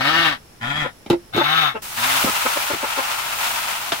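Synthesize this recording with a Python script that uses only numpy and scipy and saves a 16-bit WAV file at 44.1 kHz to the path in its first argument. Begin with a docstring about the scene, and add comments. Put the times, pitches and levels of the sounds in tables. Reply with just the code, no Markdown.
"""Feeding time in a dirt pen, with insects whining faintly behind. A chicken close by opens with
the first of four hoarse, drawn-out squawks: rasping throat pulses shaped by the beak. After a second
a plastic bucket knocks on a funnel and rings the hanging plastic feeder below it. Just before two
seconds dry feed starts to rush and hiss through the funnel and runs to the end, with a few more knocks.
Short clucks, sparse at first, come quicker after the last squawk as the birds gather."""
import sys
import numpy as np
from scipy import signal
from scipy.fft import rfft, irfft, next_fast_len
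from scipy.io import wavfile
from scipy.ndimage import map_coordinates

SR = 44100
rng = np.random.default_rng(int(sys.argv[2]) if len(sys.argv) > 2 else 0)


def transcribe(signal):
    """Save signal, clipped to [-1, 1], as a 16-bit WAV file at the path in sys.argv[1]."""
    frames = np.atleast_2d(signal).T
    limited = np.clip(frames, -1, 1)
    pcm = np.round(limited * 32767).astype(np.int16)
    wavfile.write(sys.argv[1], SR, pcm)


N = 176400

# Stereo width of air and feed. Each row: frequency in Hz, left-right likeness (1 is mono).
STEREO_LIKENESS = [(150, 0.85), (400, 0.39), (950, 0.027)]
# Three throat tones for the squawks to choose from. Each row: frequency in Hz, gain in dB.
THROAT_1 = [(100, -13.5), (300, -9.5), (430, -17.5), (780, 0), (1000, -6.5), (1750, 1), (2350, -6),
            (2750, -4), (3750, -5.5), (7500, -30), (15000, -30.5)]
THROAT_2 = [(280, -2), (430, -18), (640, -0.5), (1400, 2), (1620, -9), (1800, 7.5), (2200, -6), (2400, 0),
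            (2650, -10), (3650, -6), (4300, -18), (15000, -36.5)]
THROAT_3 = [(430, -21.5), (760, 0), (1150, 1), (2050, -1), (3150, -9.5), (3650, 4), (4200, -13),
            (8000, -31.5), (15000, -25.5)]
BEAK_DB = -11  # a beak resonance against the throat sound


def amp(db):
    return 10 ** (np.asarray(db) / 20)


def unit(x):
    return x / np.sqrt(np.mean(x ** 2) + 1e-20)


def along(points, hz):
    """Read a curve of (Hz, value) points on a log frequency axis."""
    freqs, values = np.transpose(points)
    return np.interp(np.log(hz + 1), np.log(freqs + 1), values)


def wobble(rate):
    """A smooth random curve, rate knots a second."""
    knots = rng.standard_normal(int(N * rate / SR) + 4)
    return map_coordinates(knots, [np.arange(N) * rate / SR])


def filtered(x, response):
    """Shape x with a gain given as a function of frequency."""
    n = x.shape[-1]
    padded = next_fast_len(n + 8192)
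    return irfft(rfft(x, padded) * response(np.fft.rfftfreq(padded, 1 / SR)), padded)[..., :n]


def coloured(x, points, size=4096):
    """Minimum-phase EQ through (Hz, dB) points."""
    cepstrum = irfft(np.log(amp(along(points, np.fft.rfftfreq(size, 1 / SR)))))
    cepstrum[1:size // 2] *= 2
    cepstrum[size // 2 + 1:] = 0
    return signal.fftconvolve(x, irfft(np.exp(rfft(cepstrum))))[:len(x)]


def add(track, start_s, x):
    """Mix x into the track at start_s."""
    i = max(round(start_s * SR), 0)
    track[i:i + len(x)] += x[:max(N - i, 0)]


def panned(x, db):
    """Left louder than right by db."""
    return x * amp(np.array([[db], [-db]]) / 2)


def spread(pair, colour):
    """Two unrelated noises as coloured stereo of rms 1, narrow in the bass and wide on top."""
    def mid_side_gains(hz):
        angle = np.arccos(np.clip(along(STEREO_LIKENESS, hz), -1, 1)) / 2
        return amp(along(colour, hz)) * [np.cos(angle), np.sin(angle)]
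    mid, side = filtered(pair, mid_side_gains)
    return unit(np.array([mid + side, mid - side]))


def pen(x, echo_db, left_lead_s=0, t60=.09):
    """Direct sound in stereo plus short echoes from ground, feeder and fence."""
    # Echo tone. Each row: frequency in Hz, level over the direct sound in dB before echo_db is added.
    echo_colour = [(300, 5), (1100, 14)]
    _, t, spectrum = signal.stft(rng.standard_normal((2, SR // 4)), SR, nperseg=256)
    tail = signal.istft(spectrum * amp(-60 * t / t60), SR, nperseg=256)[1]
    wet = signal.fftconvolve(x[None], tail / np.linalg.norm(tail[0]), axes=1)[:, :N]
    echo = lambda hz: amp(along(echo_colour, hz) + echo_db)
    lead = lambda hz: np.exp(1j * np.pi * hz * left_lead_s * np.array([[1], [-1]]))
    direct = filtered(x, lambda hz: lead(hz) / np.hypot(1, echo(hz)))
    return direct + filtered(wet, lambda hz: echo(hz) / np.hypot(1, echo(hz)))


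def yard():
    """A bed of quiet outdoor air with a narrow insect whine and its octave."""
    # Tone of the air. Each row: frequency in Hz, gain in dB.
    air_colour = [(25, -16.5), (86, -14), (457, -22), (15500, -40.5)]
    air_db, insect_db, insect_hz = -47.5, -58.5, 5400
    air = spread(rng.standard_normal((2, N)), air_colour)
    band = lambda hz, centre: np.exp(-((hz - centre) / 380) ** 2)
    whine_bands = lambda hz: band(hz, insect_hz) + 0.81 * band(hz, 2 * insect_hz)
    whine = unit(filtered(rng.standard_normal((2, N)), whine_bands))
    return amp(air_db) * air + amp(insect_db) * whine


def syrinx(cycles, rasp, jitter_s=.00003, scatter_db=1.8):
    """A bird's voice: one uneven pulse and one puff of air per cycle; rasp is the air's share of power."""
    n = len(cycles)
    air = unit(rng.standard_normal(n) * np.exp(np.cos(2 * np.pi * cycles)))
    onsets = np.interp(np.arange(1, int(cycles[-1])), cycles, np.arange(n))
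    chance = rng.standard_normal((len(onsets), 2))
    onsets += jitter_s * SR * chance[:, 0]
    taps = np.floor(onsets)[:, None] + np.arange(-7, 9)
    offset = taps - onsets[:, None]
    shapes = np.sinc(offset) * np.cos(np.pi * offset / 16) ** 2  # pulses can land between samples
    shapes *= amp(scatter_db * chance[:, 1:])
    pulses = np.bincount(np.clip(taps, 0, n - 1).astype(int).ravel(), shapes.ravel(), n)
    return np.sqrt(1 - rasp) * unit(pulses - pulses.mean()) + np.sqrt(rasp) * air


def beak(voice, hz, width_hz=74):
    """The beak's narrow resonance, its centre following hz, at rms 1."""
    spin = np.exp(2j * np.pi * np.cumsum(hz) / SR)
    pole = np.exp(-np.pi * width_hz / SR)
    return unit(np.real(spin * signal.lfilter([1 - pole], [1, -pole], voice / spin)))


def clucks():
    """Short, soft-edged notes of slightly falling pitch; the beak lifts a different harmonic in each."""
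    # Each row: middle in seconds, length in seconds, pitch in Hz, level in dB, beak resonance in Hz.
    notes = [(0.858, 0.029, 252, -24, 556), (1.416, 0.02, 296.7, -18, 890), (1.76, 0.028, 221.8, -23, 2760),
             (2.275, 0.049, 261.3, -23, 1310), (2.462, 0.022, 254.8, -17.5, 1270),
             (2.571, 0.023, 296, -24, 590), (2.711, 0.025, 289, -20, 1210),
             (2.84, 0.026, 289.4, -21.5, 1130), (2.989, 0.031, 268.4, -20.5, 1080)]
    # Tone of the clucking throat. Each row: frequency in Hz, gain in dB.
    throat = [(70, -53), (250, -2), (560, 0), (1300, 0.5), (2700, -13.5), (8000, -45)]
    out, t = np.zeros(N), np.arange(-SR // 10, SR // 10) / SR
    fall = np.exp(-2.5 * t)
    for middle, length, hz, db, beak_hz in notes:
        voice = unit(coloured(syrinx(np.cumsum(hz * fall) / SR, rasp=.28), throat))
        swell = amp(db) * np.exp(-2 * np.pi * (t / length) ** 2)
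        add(out, middle + t[0], swell * (voice + amp(BEAK_DB) * beak(voice, beak_hz * fall)))
    return panned(pen(out, echo_db=-7.5), db=2.5)


def squawks():
    """Hoarse calls: pitch and level arch with effort, the beak glides, two clean harmonics add body."""
    # Each row: start and end in seconds, top pitch in Hz, level in dB, second harmonic against the
    # call in dB, beak resonance at the start and at the end in Hz, throat tone.
    calls = [(-.05, 0.373, 169.8, -17, -15, 1330, 1126, THROAT_1),
             (0.602, 0.912, 152.2, -22.5, -37, 1400, 1433, THROAT_2),
             (1.326, 1.747, 162.1, -17.5, -26.5, 1240, 1340, THROAT_3),
             (1.963, 2.251, 135.3, -25, -16, 1250, 1330, THROAT_3)]
    rest_hz, fundamental_db, effort_db, attack_s, release_s = 111, -18.5, 3, 0.019, 0.099
    out, t = np.zeros((2, N)), np.arange(N) / SR
    for start, end, top_hz, db, second_db, beak_from_hz, beak_to_hz, throat in calls:
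        progress = np.clip((t - start) / (end - start), 0, 1)
        effort = np.sin(np.pi * progress ** 1.3)  # crests just past the middle
        hz = rest_hz + (top_hz - rest_hz) * effort
        cycles = np.cumsum(hz * (1 + .012 * wobble(60))) / SR
        fades = np.clip((t - start) / attack_s, 0, 1) * np.clip((end - t) / release_s, 0, 1)
        level = fades * amp(db + effort_db * (effort - 1) + 1.1 * wobble(39.6))
        voice = unit(coloured(syrinx(cycles, rasp=.33), throat))
        beak_hz = beak_from_hz + (beak_to_hz - beak_from_hz) * progress
        resonances = beak(voice, beak_hz) + effort ** 2 * beak(voice, 2.33 * beak_hz)
        call = level * unit(voice + amp(BEAK_DB) * resonances)
        phase = 2 * np.pi * cycles
        body = amp(fundamental_db) * np.sin(phase) + amp(second_db) * np.sin(2 * phase)
        out += panned(pen(call, echo_db=-5, left_lead_s=0.00024), db=4)
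        out += np.sqrt(2) * level * body  # dry and centred
    return out


def bucket_knocks():
    """Each contact thuds and rings the hollow feeder; a hard one also cracks and rings its thin wall."""
    # Each row: start in seconds, then the levels of ring, thud and clack in dB.
    contacts = [(1.062, -39, -30.5, -36.5), (1.1, -4, -13, -16), (1.1118, -13, -24, -29),
                (1.129, -6, -18, -27), (1.347, -40, -20.5, -55), (1.364, -35, -15, -21),
                (1.3765, -6, -21, -23.5), (2.238, -16, -13, -24), (2.282, -24, -21, -39),
                (2.732, -30, -19.5, -33), (3.92, -38, -28.5, -15.5)]
    # Modes of the plastic feeder. Each row: frequency in Hz, gain in dB, seconds to fall by 60 dB.
    modes = [(250, -12, .06), (345, 0, .13), (517, -3, .08), (830, -10, .06), (1380, -4, .075),
             (2670, -4, .08)]
    # Tones of the dull thud and the bright clack. 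Each row: frequency in Hz, gain in dB.
    thud_colour = [(40, -28), (150, -13.5), (280, -11), (1500, -36), (12000, -68)]
    clack_colour = [(100, -38), (600, 15), (1600, 3), (3800, -0.5), (9000, -22)]
    wall_hz = 1000  # modes above belong to the wall, those below to the hollow
    rise_s, crack_db = .002, 12
    out, t = np.zeros(N), np.arange(SR // 3) / SR
    decay = lambda t60: amp(-60 * t / t60)
    noise = lambda colour: unit(coloured(rng.standard_normal(len(t)), colour))
    rise = 1 - np.exp(-t / rise_s)
    for start, ring_db, thud_db, clack_db in contacts:
        ring = np.zeros(len(t))
        for hz, db, t60 in modes:
            drive_db = ring_db if hz < wall_hz else clack_db
            ring += amp(db + drive_db) * decay(t60) * np.sin(2 * np.pi * hz * t)
        thud = noise(thud_colour) * decay(t60=0.076)
        clack = noise(clack_colour) * (decay(t60=0.07) + amp(crack_db) * decay(t60=0.008))
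        add(out, start, rise * (amp(ring_db) * ring + amp(thud_db) * thud) + amp(clack_db) * clack)
    return pen(out, echo_db=-11)  # the knocks carry little echo


def grains(per_s=18000):
    """Countless tiny impacts of random size, in two unrelated streams."""
    hits = rng.random((2, N)) < per_s / SR
    return hits * rng.standard_normal((2, N))


def feed_pour():
    """Feed strikes the funnel: a hollow rush that flutters with the flow, and a steadier fine hiss."""
    # The flow. Each row: time in seconds, rush in the funnel in dB, hiss of fine grains in dB.
    flow = [(1.81, -81, -89), (1.822, -39, -32), (1.94, -33, -31.5), (2.02, -20.5, -24.5), (2.22, -19, -22),
            (2.34, -21.5, -26), (2.65, -23.5, -27), (2.78, -26, -34), (3.1, -24.5, -30.5), (3.33, -26, -31),
            (3.45, -22.5, -26), (3.85, -27.5, -32.5)]
    # Tones of the rush and the hiss. Each row: frequency in Hz, gain in dB.
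    rush_colour = [(100, -48), (400, -26.5), (620, -6), (920, 3), (1120, -0.5), (1350, 3.5), (1650, -3.5),
                   (2150, -2.5), (2650, -1), (5000, -10.5), (15000, -19)]
    hiss_colour = [(300, -17.5), (1500, -10.5)]
    times, *levels = np.transpose(flow)
    rush_db, hiss_db = [np.interp(np.arange(N) / SR, times, db) for db in levels]
    flutter_db = 1.33 * wobble(45)
    rush = amp(rush_db + flutter_db + 0.68 * wobble(130)) * spread(grains(), rush_colour)
    hiss = amp(hiss_db + 0.1 * flutter_db) * spread(grains(), hiss_colour)
    return panned(rush, db=2.5) + hiss


def scene():
    return squawks() + clucks() + bucket_knocks() + feed_pour() + yard()


def record(dry):
    """A steep cut takes off the very top of the treble."""
    return filtered(dry, lambda hz: hz < 15800)


dry = scene()
out = record(dry)
transcribe(out)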